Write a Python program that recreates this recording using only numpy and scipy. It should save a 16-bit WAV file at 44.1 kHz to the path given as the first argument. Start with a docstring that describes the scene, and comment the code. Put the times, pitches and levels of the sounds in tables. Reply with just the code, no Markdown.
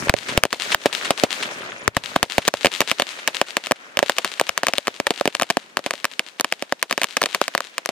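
"""Firecracker string at night

A string of firecrackers burns on open ground, a few metres from a hand-held stereo recorder.
Each bang is an N-shaped shock with a ground bounce, a spit of bright noise and a thump of ringing low modes.
Walls and trees send back slaps and a long wash, built from bursts and bands of dying noise.
The bangs overload the recorder, whose limiter ducks the wash after each one; crickets chirp in a pause."""
import sys
import numpy as np
from scipy import signal
from scipy.fft import rfft, irfft
from scipy.io import wavfile
from scipy.ndimage import minimum_filter1d

SR = 44100
rng = np.random.default_rng(int(sys.argv[2]) if len(sys.argv) > 2 else 0)


def wav_record(signal):
    """Record a signal, one row per channel, as 16-bit PCM in the file named by sys.argv[1]."""
    frames = np.transpose(np.atleast_2d(signal))
    bounded = np.clip(frames, -1, 1)
    # unit amplitude maps onto the largest positive 16-bit level
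    quanta = np.round(bounded * 32767).astype(np.int16)
    wavfile.write(sys.argv[1], SR, quanta)


N = 348831

# The bangs of the string. Each row: start in seconds, relative blast sent to the surroundings in dB,
# relative crack straight to the recorder in dB, relative thump in dB, ground bounce delay in ms,
# shock length in ms.
BANG_ROWS = [(0.0952, 19, 19, 11, 0.43, 0.3), (0.1397, 6.5, 17.0, 11, 0.47, 0.29),
             (0.3758, 14.5, 15, 9.5, 0.34, 0.26), (0.4358, 20.5, 29, 15.5, 0.35, 0.3),
             (0.4528, 18.5, 17.5, 15.5, 0.71, 0.3), (0.5286, 23, 21, 10.5, 0.14, 0.35),
             (0.7463, 4, 8.5, 1, 0.62, 0.28), (0.8579, 18.5, 10.5, 11.5, 0.58, 0.3),
             (1.1063, 11, 7, 3.5, 0.37, 0.46), (1.2361, 18.5, 12, 13, 0.88, 0.18),
             (1.878, 4.5, 6, 7, 0.16, 0.27), (1.9672, 12.0, 10.0, 6.5, 1.07, 0.42),
             (2.1606, 0, -1.5, -4, 1.9, 0.46), (2.229, 15, 12, 2, 0.56, 0.23),
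             (2.3815, 9.5, 6.5, 3, 0.42, 0.29), (2.4784, 3.5, 10.5, -1, 0.3, 0.12),
             (2.4799, 3, 13.5, -8, 0.18, 0.19), (2.4847, -8, 7, -5.5, 1.2, 0.42),
             (2.5393, 4.5, 7, 3.5, 0.72, 0.34), (2.6467, 10.5, 3, 0.5, 0.36, 0.3),
             (2.6577, 9, 10, 2, 0.37, 0.29), (2.6689, 5, 4.5, -1, 0.4, 0.21),
             (2.8054, 14.5, 11.5, 2.0, 0.31, 0.31), (2.8163, 10, 6.5, 0.5, 0.7, 0.28),
             (2.9146, 7.5, 4.5, -4.5, 0.35, 0.29), (2.9983, 5.5, 2.5, -1, 0.62, 0.26),
             (3.0209, -18, 5, -3, 0.29, 0.21), (3.2761, 8.5, 3.5, -10, 0.32, 0.32),
             (3.4144, 1, 4.0, -2, 0.68, 0.28), (3.5685, 3, 2, -7.5, 0.49, 0.26),
             (3.6697, -49, -11.5, -21.0, 0.33, 0.33), (3.711, -44, -5, -5, 0.69, 0.3),
             (3.7191, -22.0, 4, -6, 1.39, 0.34), (3.9713, -8.5, 0, -8, 0.36, 0.23),
             (3.9906, 4.5, 6.0, -2.5, 0.63, 0.28), (4.0278, 5.5, -2.5, 1.5, 0.53, 0.27),
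             (4.0962, 2, 1, -5.5, 0.62, 0.32), (4.1842, 2.0, 1.0, -18, 0.34, 0.3),
             (4.2466, 1.0, -2.5, -13, 0.66, 0.32), (4.3975, -0.5, -2.5, -19, 0.41, 0.3),
             (4.4123, -13.0, -8.5, -31, 0.27, 0.7), (4.4924, -19, -6, -12.5, 0.33, 0.3),
             (4.5769, -4.0, -1.5, -18.5, 0.62, 0.3), (4.6332, -4.5, -4, -9.5, 0.67, 0.34),
             (4.6683, -5.5, -1, -13.0, 0.48, 0.28), (4.6841, 4, 0, -4, 0.32, 0.36),
             (4.7359, -11, -0.5, -8, 0.36, 0.34), (4.7823, -10, 3.0, -7.5, 0.3, 0.19),
             (4.8715, -7, -7, -15, 0.37, 0.33), (4.8801, -12.5, -11, -9.5, 0.98, 0.36),
             (5.0003, -11, -5.5, -8, 0.37, 0.31), (5.068, -3.5, -5.5, -10.5, 0.56, 0.25),
             (5.0701, -6, -5, -10.5, 0.66, 0.33), (5.1063, 0.5, -4, -4.5, 0.26, 0.22),
             (5.2109, -13, -9, -7.5, 0.79, 0.45), (5.2556, -6, -3, -3.5, 0.24, 0.29),
             (5.2763, -4.5, -1.5, -5, 0.38, 0.27), (5.3507, -11, -4, -15.5, 0.71, 0.22),
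             (5.398, -13, -9, -13.5, 1.14, 0.36), (5.4131, -19, -13.5, -21.0, 0.75, 0.26),
             (5.4212, -8, -3.5, -4.5, 0.3, 0.43), (5.4317, -7.5, -5, -16.5, 0.38, 0.26),
             (5.5012, -15, -3.5, -10.0, 0.27, 0.35), (5.5025, -17, -2, -14, 0.7, 0.34),
             (5.507, -13.0, -4.5, -12, 0.42, 0.23), (5.57, -19, -5.5, -5.5, 0.7, 0.33),
             (5.7704, -5, -3.5, -10.5, 0.68, 0.31), (5.7918, -17, -20.5, -19.5, 0.22, 0.45),
             (5.8624, -2.5, -7.0, -12, 0.49, 0.27), (5.9084, -8.0, -5, -19, 0.4, 0.35),
             (5.937, -18, -10.5, -16.5, 0.67, 0.32), (6.0441, -5.0, 1, -8.5, 0.36, 0.36),
             (6.0527, -27.0, -4, -16, 0.75, 0.32), (6.1941, -5.5, -0.5, -12, 0.37, 0.24),
             (6.398, -14, -7.5, -15.5, 0.74, 0.23), (6.4094, -15, -7, -49, 0.56, 0.52),
             (6.4453, -6, -1.0, -7.0, 0.72, 0.27), (6.5243, -10.5, -6.5, -18, 0.39, 0.3),
             (6.6241, -14, -8, -13, 0.36, 0.32), (6.7237, -13.5, -3.5, -8.0, 0.62, 0.37),
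             (6.8273, 2, 1, -19, 0.5, 0.3), (6.9106, -10, -0.5, -8.5, 0.28, 0.35),
             (6.9265, -3.5, -0.5, -11.0, 0.4, 0.31), (6.9779, -2.5, 0.5, -8, 0.35, 0.32),
             (7.0165, 0.5, -1, -10.5, 0.47, 0.3), (7.0335, -6, -2, -18, 0.32, 0.26),
             (7.0428, -9, 3.5, -5.5, 0.3, 0.29), (7.1683, -2, -1, -16, 0.36, 0.36),
             (7.1707, -9.0, -3.5, -14, 0.35, 0.34), (7.2161, -15, -5.5, -15, 0.48, 0.35),
             (7.2188, -5.0, -2, -14, 0.68, 0.54), (7.2295, -7, -7, -15, 0.28, 0.16),
             (7.2381, -9, 0.5, -9, 0.36, 0.19), (7.2587, -1, -4, -16, 1.6, 0.21),
             (7.3474, 2.5, 1, -13.5, 0.42, 0.33), (7.4146, -26.0, -8, -12.5, 0.78, 0.48),
             (7.4807, -15, -7, -21, 0.42, 0.36), (7.5502, -6.5, -2.5, -11, 0.67, 0.4),
             (7.578, -7, -3.5, -14.5, 0.51, 0.34), (7.6054, -19.0, -7.5, -19, 0.72, 0.46),
             (7.7811, -10.5, -5.5, -22, 0.36, 0.32), (7.8591, -17.0, -10.5, -37, 0.43, 0.38),
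             (7.8904, -6, -11, -14, 0.39, 0.38)]
# Bangs just before the start, whose wash hangs on. Each row: time in seconds, relative blast in dB.
EARLIER_BANGS = [(-.45, -14), (-.3, 25.5)]
# Low modes struck by each blast. Each row: frequency in Hz, mean level in dB, t60 in seconds.
THUMP_MODES = [(57.5, -1.5, 0.018), (134, -17.5, 0.012), (278.5, -7, 0.017), (417, -9, 0.019),
               (572, -5.5, 0.019), (696, -13, 0.024)]
# Delays of the slaps from walls, in ms.
SLAP_DELAYS_MS = [6.5, 12, 28, 68, 72, 190, 334.5, 383.5, 484, 583.5]
# The same slaps, in the same order. Each row: left in dB, right in dB, centre in Hz, smear in ms.
SLAP_COLOURS = [(-10, -15.5, 163, 3.8), (-21, -27, 156, 3.6), (-25, -27.5, 110, 5.6),
                (-24.5, -24.5, 180, 14), (-12, -28.5, 4240, 33.3), (-22.5, -27, 2730, 12.3),
                (-49, -57, 1000, 1.8), (-37.5, -42, 670, 3.7), (-38, -43, 490, 0.5), (-54, -54, 600, 0.77)]
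# Flat walls that return one clean click. Each row: delay in ms, relative left in dB, relative right in dB.
FLAT_WALLS = [(70.7, -11, -21), (92.6, -10, -21)]
# Wash from trees and far walls. Each row: frequency in Hz, relative level in dB per Hz, t60 in seconds,
# left-right likeness (correlation, -1 to 1), left minus right in dB.
WASH_BANDS = [(50, -17, 9.7, 1, -1), (138, -5, 5.4, 1, 6), (330, 4, 2, 1, 2), (820, -10, 21.8, 0.64, 3.5),
              (1680, 2.5, 5.7, -0.85, 3), (3560, 6.5, 1.6, 0.22, 1.5), (6300, 9, 2.12, 0.06, 9),
              (11400, 15, 0.98, -0.55, 4.5), (16000, 13, 1.66, -0.0038, 0.5)]
# Chirps of two crickets. Each row: start in seconds, left level in dB, starting pitch in Hz.
CRICKET_CHIRPS = [(1.612, -55, 9450), (1.70, -54, 6850), (1.782, -52, 9450), (1.80, -54, 7000),
                  (1.828, -52, 9450), (1.833, -53, 6950)]
# Colour of the two microphones. Each row: frequency in Hz, left gain in dB, right gain in dB.
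MIC_COLOUR = [(29, -36, -54), (109, -9, -8.5), (266, -3, -1), (604, 1.5, 5), (1210, 4, 1.5),
              (2110, 2.5, 4.5), (5400, 8, 7.5), (9260, 5.5, 4.5), (12850, -3.5, -3.5), (18100, 6.5, 7)]
# Deep bass, which swings and ends far lower. Each row: time in seconds, gain in dB.
DEEP_BASS = [(0, 14), (1, -12.5), (2, 8.5), (3, -13), (4.5, -7), (7.91, -25)]

# night air: drive of its noise before the dulling
NIGHT_DRIVE_DB = -65
# far wash: level, spread of its fine grain, spread of the uneven lumps in each band
WASH_DB, WASH_GRAIN_DB, WASH_ROLL_DB = -15.5, 1.5, 4
# bushes nearer than the walls return slightly less, ahead of the full wash
WASH_START_MS, EARLY_WASH_DB = 68, -2
FAR_SLAPS_PER_S, FAR_SLAP_DB, FAR_CUT_HZ, FAR_SMEAR_MS = 45, 19, 2500, 1.5
# cracks: left minus right, mean and spread; the right microphone hears them a little later
CRACK_LEFT_DB, CRACK_WANDER_DB, RIGHT_LAG_S = 3, 1.5, 60e-6
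BOUNCE_DB, BOUNCE_SPREAD_DB = -5.5, 6
BODY_ECHO_MS, BODY_ECHO_DB, BODY_ECHO_SPREAD_DB = 1.64, -9.5, 2   # off the person holding the recorder
# spit: level, decay, lower edge, dB lost per dB of thump over crack
SPIT_DB, SPIT_MS, SPIT_HZ, MUFFLING = -17, 0.67, 4240, 0.49
EVEN_DB = 4   # a thump this far under its crack leaves the spit unchanged
# thumps: spread common to both sides, then spread of each side on its own
THUMP_SPREAD_DB, THUMP_SIDE_DB = 2, 4
RUMBLE_DB, RUMBLE_CUT_HZ = -4.5, 215   # the deeper part of the thumps rolls back with the wash
# the shock that reaches the walls is shorter and brighter: share of the usual length
SHOCK_MS, ECHO_PULSE = 0.34, 0.62
# scatter from the ground near by: level, t60, dulling, and a fainter share that lasts four times as long
NEAR_DB, NEAR_T60_S, NEAR_CUT_HZ, LINGER_DB = -11.5, 0.018, SR / 3, -6.5
SLAP_WIDTH, SLAP_GRAIN_DB = 4.2, 5   # band edges as a ratio to the centre; spread of the grains
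MIRROR_HZ = 3800   # centre of the band that flat walls return
CHIRP_S, CHIRP_FALL = 0.025, 0.09   # length; share of the pitch lost by the end
# limiter: threshold re full scale, share of the excess taken off, attack, hold, recovery in dB per second
LIMIT_DB, LIMIT_RATIO, ATTACK_MS, HOLD_MS, RELEASE_DB_S = 4, 0.8, 2.05, 53, 142.5
OVERLOAD = 0.91   # clipping point as a share of full scale
HISS_DB = -73   # the recorder's own noise, which the limiter does not duck
BASS_HZ, CUTOFF_HZ = 148, 16100   # upper edge of the deep bass; top cut, 60 dB down from here


def amp(db):
    """Decibels to amplitude."""
    return 10 ** (np.asarray(db) / 20)


def at_hz(table, column, hz):
    """Reads a table column at any frequency, straight lines over log frequency."""
    rows = np.array(table)
    return np.interp(np.log(np.maximum(hz, 1)), np.log(rows[:, 0]), rows[:, column])


def fold(x, response):
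    """Convolution, cut to the length of x."""
    return signal.fftconvolve(x, response, axes=-1)[..., :x.shape[-1]]


def butter_filter(x, order, hz, kind="low"):
    """Butterworth filter along time."""
    return signal.lfilter(*signal.butter(order, hz, kind, fs=SR), x)


def partly_shared_noise(size):
    """Noise common to both microphones, plus half as much that is each side's own."""
    return rng.standard_normal(size) + 0.5 * rng.standard_normal((2, size))


def night_air():
    """Dull, steady noise of the open air, from one-pole filtered white noise."""
    return amp(NIGHT_DRIVE_DB) * signal.lfilter([1], [1, -0.92], rng.standard_normal((2, N)))


def far_wash(size):
    """Response of the far surroundings: half-octave noise bands dying at their own rates, with far slaps."""
    t = np.arange(size) / SR
    edges = 40 * 2 ** np.arange(0, 9.2, 0.5)
    opposite = np.array([[1], [-1]])
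    white = rng.standard_normal((2, 2, size))
    grain = amp(WASH_GRAIN_DB * np.repeat(rng.standard_normal(size // 96 + 1), 96)[:size])
    hits = rng.random(size) * (rng.random(size) < FAR_SLAPS_PER_S / SR)
    far = fold(hits, np.exp(-t[:512] * 1000 / FAR_SMEAR_MS))
    out = 0
    for k, (low, high) in enumerate(zip(edges, edges[1:])):
        band = signal.butter(2, [low, high], "band", fs=SR, output="sos")
        mid, side = signal.sosfilt(band, white[k % 2])
        centre = np.sqrt(low * high)
        db, t60, alike, pan_db = [at_hz(WASH_BANDS, column, centre) for column in (1, 2, 3, 4)]
        alike = np.clip(alike, -1, 1)
        pair = np.sqrt(1 + alike) * mid + np.sqrt(1 - alike) * side * opposite
        # far slaps come back dull
        pair = pair * (1 + amp(FAR_SLAP_DB) * far / (1 + (high / FAR_CUT_HZ) ** 2))
        knots = t[::512]
        roll_db = WASH_ROLL_DB * np.interp(t, knots, rng.standard_normal(len(knots)))
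        out = out + pair * amp(db + roll_db - 60 * t / t60 + pan_db / 2 * opposite)
    out = out * grain * np.where(t > WASH_START_MS / 1000, 1, amp(EARLY_WASH_DB))
    return amp(WASH_DB) * out / np.sqrt(np.sum(out ** 2) / 2)


def shock(t, length_s):
    """N-shaped wave: a jump up, a ramp through zero into suction, a quick return."""
    u = np.maximum(t / length_s, 0)
    return np.clip(t * SR, 0, 1) * (1 - u * 2) * np.exp(-u ** 4 * 0.53)


def direct_crack(t, lag, length_s, bounce_s, bounce_db, body_db):
    """The shock straight to one microphone, then its ground bounce and a longer echo off the body."""
    wave = shock(t - lag, length_s)
    wave += amp(bounce_db) * shock(t - lag - bounce_s, length_s)
    wave += amp(body_db) * shock(t - lag - BODY_ECHO_MS / 1000, length_s * 1.474)
    return wave


def case_spits(t):
    """The paper case bursts with a spit of bright noise: one short high-passed burst per bang and side."""
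    noise = rng.standard_normal((len(BANG_ROWS), 2, len(t)))
    return butter_filter(noise, 2, SPIT_HZ, "high") * amp(SPIT_DB) * np.exp(-t * 1000 / SPIT_MS)


def ring(clicks, hz, t60):
    """A unit click sets a sine of height 1 ringing."""
    r, w = amp(-60 / (t60 * SR)), 2 * np.pi * hz / SR
    return signal.lfilter([0, np.sin(w)], [1, -2 * r * np.cos(w), r * r], clicks + 1e-18)


def thump(strikes):
    """Damped low modes, each struck a little differently by every blast and on either side."""
    size = strikes.shape[1]
    out = 0
    for hz, db, t60 in THUMP_MODES:
        strike_db = db + THUMP_SPREAD_DB * rng.standard_normal(size)
        strike_db = strike_db + THUMP_SIDE_DB * rng.standard_normal((2, size))
        out = out + ring(strikes * amp(strike_db), hz, t60)
    return out


def near_scatter(t):
    """Short noise tail from the ground near by, with a fainter part that lingers."""
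    near = butter_filter(partly_shared_noise(len(t)), 1, NEAR_CUT_HZ)
    dying = amp(-60 * t / NEAR_T60_S) + amp(LINGER_DB - 15 * t / NEAR_T60_S)
    return amp(NEAR_DB) * dying * near / np.sqrt(NEAR_T60_S * SR / 14)


def flat_wall_clicks(size):
    """Flat walls return single band-limited clicks."""
    clicks = np.zeros((2, size))
    for ms, left_db, right_db in FLAT_WALLS:
        clicks[:, round(ms / 1000 * SR)] = amp([left_db, right_db])
    return butter_filter(clicks, 1, [MIRROR_HZ / 2, MIRROR_HZ * 2], "band")


def slaps(size):
    """Response of near ground and walls: scatter, clicks, and clusters of tiny snaps off leaves and stones."""
    t = np.arange(size) / SR
    out = near_scatter(t)
    grain = amp(SLAP_GRAIN_DB * np.repeat(rng.standard_normal(size // 12 + 1), 12)[:size])
    for ms, (left_db, right_db, hz, smear_ms) in zip(SLAP_DELAYS_MS, SLAP_COLOURS):
        late = t * 1000 - ms
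        burst = (late >= 0) * np.exp(-np.abs(late) / smear_ms) * grain * partly_shared_noise(size)
        burst = butter_filter(burst, 2, [hz / SLAP_WIDTH, hz * SLAP_WIDTH], "band")
        out += amp([[left_db], [right_db]]) * burst / np.sqrt(np.sum(burst ** 2) / 2)
    return out + flat_wall_clicks(size)


def surroundings(fired, boom):
    """Far wash of all blasts and their rumble, and the slaps from each firing place."""
    sent = fired.sum(0)
    sent[:boom.shape[1]] += amp(RUMBLE_DB) * butter_filter(boom.mean(0), 2, RUMBLE_CUT_HZ)
    back = fold(sent[None], far_wash(size=2 * SR))
    for place in fired:
        back += fold(place[None], slaps(size=SR * 2 // 3))
    return back


def bangs():
    """Direct shocks with bounce, body echo, spit and thump, then what the surroundings return."""
    lead = SR // 2   # room for the bangs before the start
    places = 4   # crackers jump about, so the slaps differ from bang to bang
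    t = np.arange(256) / SR
    direct = np.zeros((2, N + 256))
    strikes = np.zeros((2, lead + N))
    fired = np.zeros((places, lead + N + 256))
    spits = case_spits(t)
    for s, db in EARLIER_BANGS:
        i = lead + round(s * SR)
        fired[0, i:i + 256] += amp(db) * shock(t, SHOCK_MS / 1000)
        strikes[:, i] = amp(db + 1.5)
    for k, (s, db, crack_db, thump_db, bounce_ms, shock_ms) in enumerate(BANG_ROWS):
        i = round(s * SR)
        body_chance, bounce_chance, pan_chance = rng.standard_normal(3)
        body_db = BODY_ECHO_DB + BODY_ECHO_SPREAD_DB * body_chance
        bounce_db = BOUNCE_DB + BOUNCE_SPREAD_DB * bounce_chance
        pan_db = CRACK_LEFT_DB + CRACK_WANDER_DB * pan_chance
        # muffled, thumping bangs spit less
        spit_gain = amp(-MUFFLING * (thump_db - crack_db + EVEN_DB))
        for side, lag in enumerate((0, RIGHT_LAG_S)):
            wave = direct_crack(t, lag, shock_ms / 1000, bounce_ms / 1000, bounce_db, body_db)
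            level = amp(crack_db + pan_db * (1.5 - side))
            direct[side, i:i + 256] += level * (wave + spit_gain * spits[k, side])
        strikes[:, lead + i] = amp(thump_db + pan_db / 2 * np.array([1, -1]))
        fired[k % places, lead + i:lead + i + 256] += amp(db) * shock(t, SHOCK_MS / 1000 * ECHO_PULSE)
    boom = thump(strikes)
    back = surroundings(fired, boom)
    return direct[:, :N] + boom[:, lead:] + back[:, lead:lead + N]


def crickets():
    """Short sine whistles that swell, fade and bend down at the end."""
    out = np.zeros(N)
    u = np.linspace(0, 1, round(CHIRP_S * SR))
    for s, db, hz in CRICKET_CHIRPS:
        i = round(s * SR)
        phase = 2 * np.pi * np.cumsum(hz * (1 - CHIRP_FALL * u ** 4)) / SR
        out[i:i + len(u)] += amp(db) * np.sin(np.pi * u) * np.sin(phase)
    return out


def scene():
    """Night air, the bangs, and the crickets at half level on the right."""
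    return night_air() + bangs() + crickets() * [[1], [0.5]]


def microphones(x):
    """Each side gets its colour as a causal (minimum-phase) filter."""
    hz = np.fft.rfftfreq(4096, 1 / SR)
    cepstrum = irfft(np.log(amp([at_hz(MIC_COLOUR, 1, hz), at_hz(MIC_COLOUR, 2, hz)])))
    cepstrum[:, 1:2048] *= 2   # folding the cepstrum forward makes the filter causal
    return fold(x, irfft(np.exp(rfft(cepstrum[:, :2049], 4096)))[:, :2048])


def limiter(x):
    """Ducks both sides together, too slowly for the shock front, then holds and recovers."""
    level_db = 20 * np.log10(np.abs(x).max(0) + 1e-9)
    over = np.maximum(level_db - LIMIT_DB, 0) * LIMIT_RATIO
    hold = round(HOLD_MS / 1000 * SR)
    held = -minimum_filter1d(-over, hold, origin=(hold - 1) // 2)
    slope = RELEASE_DB_S * np.arange(N) / SR
    released = np.maximum.accumulate(held + slope) - slope
    r = np.exp(-1000 / (ATTACK_MS * SR))
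    return x * amp(-signal.lfilter([1 - r], [1, -r], released))


def swing_deep_bass(x):
    """Splits at the bass edge with two matched filter pairs and moves the lower part up and down."""
    def half(kind):
        sections = signal.butter(2, BASS_HZ, kind, fs=SR, output="sos")
        return signal.sosfilt(np.tile(sections, (2, 1)), x)
    return half("high") + half("low") * amp(np.interp(np.arange(N) / SR, *np.transpose(DEEP_BASS)))


def record(dry):
    """Microphones, limiter, clipping, hiss, swinging deep bass and a steep top cut."""
    x = np.clip(limiter(microphones(dry)), -OVERLOAD, OVERLOAD)
    x = x + amp(HISS_DB) * rng.standard_normal(x.shape)
    top_cut = signal.cheby2(12, 60, CUTOFF_HZ, fs=SR, output="sos")
    return np.clip(signal.sosfilt(top_cut, swing_deep_bass(x)), -1, 1)


dry = scene()
out = record(dry)
wav_record(out)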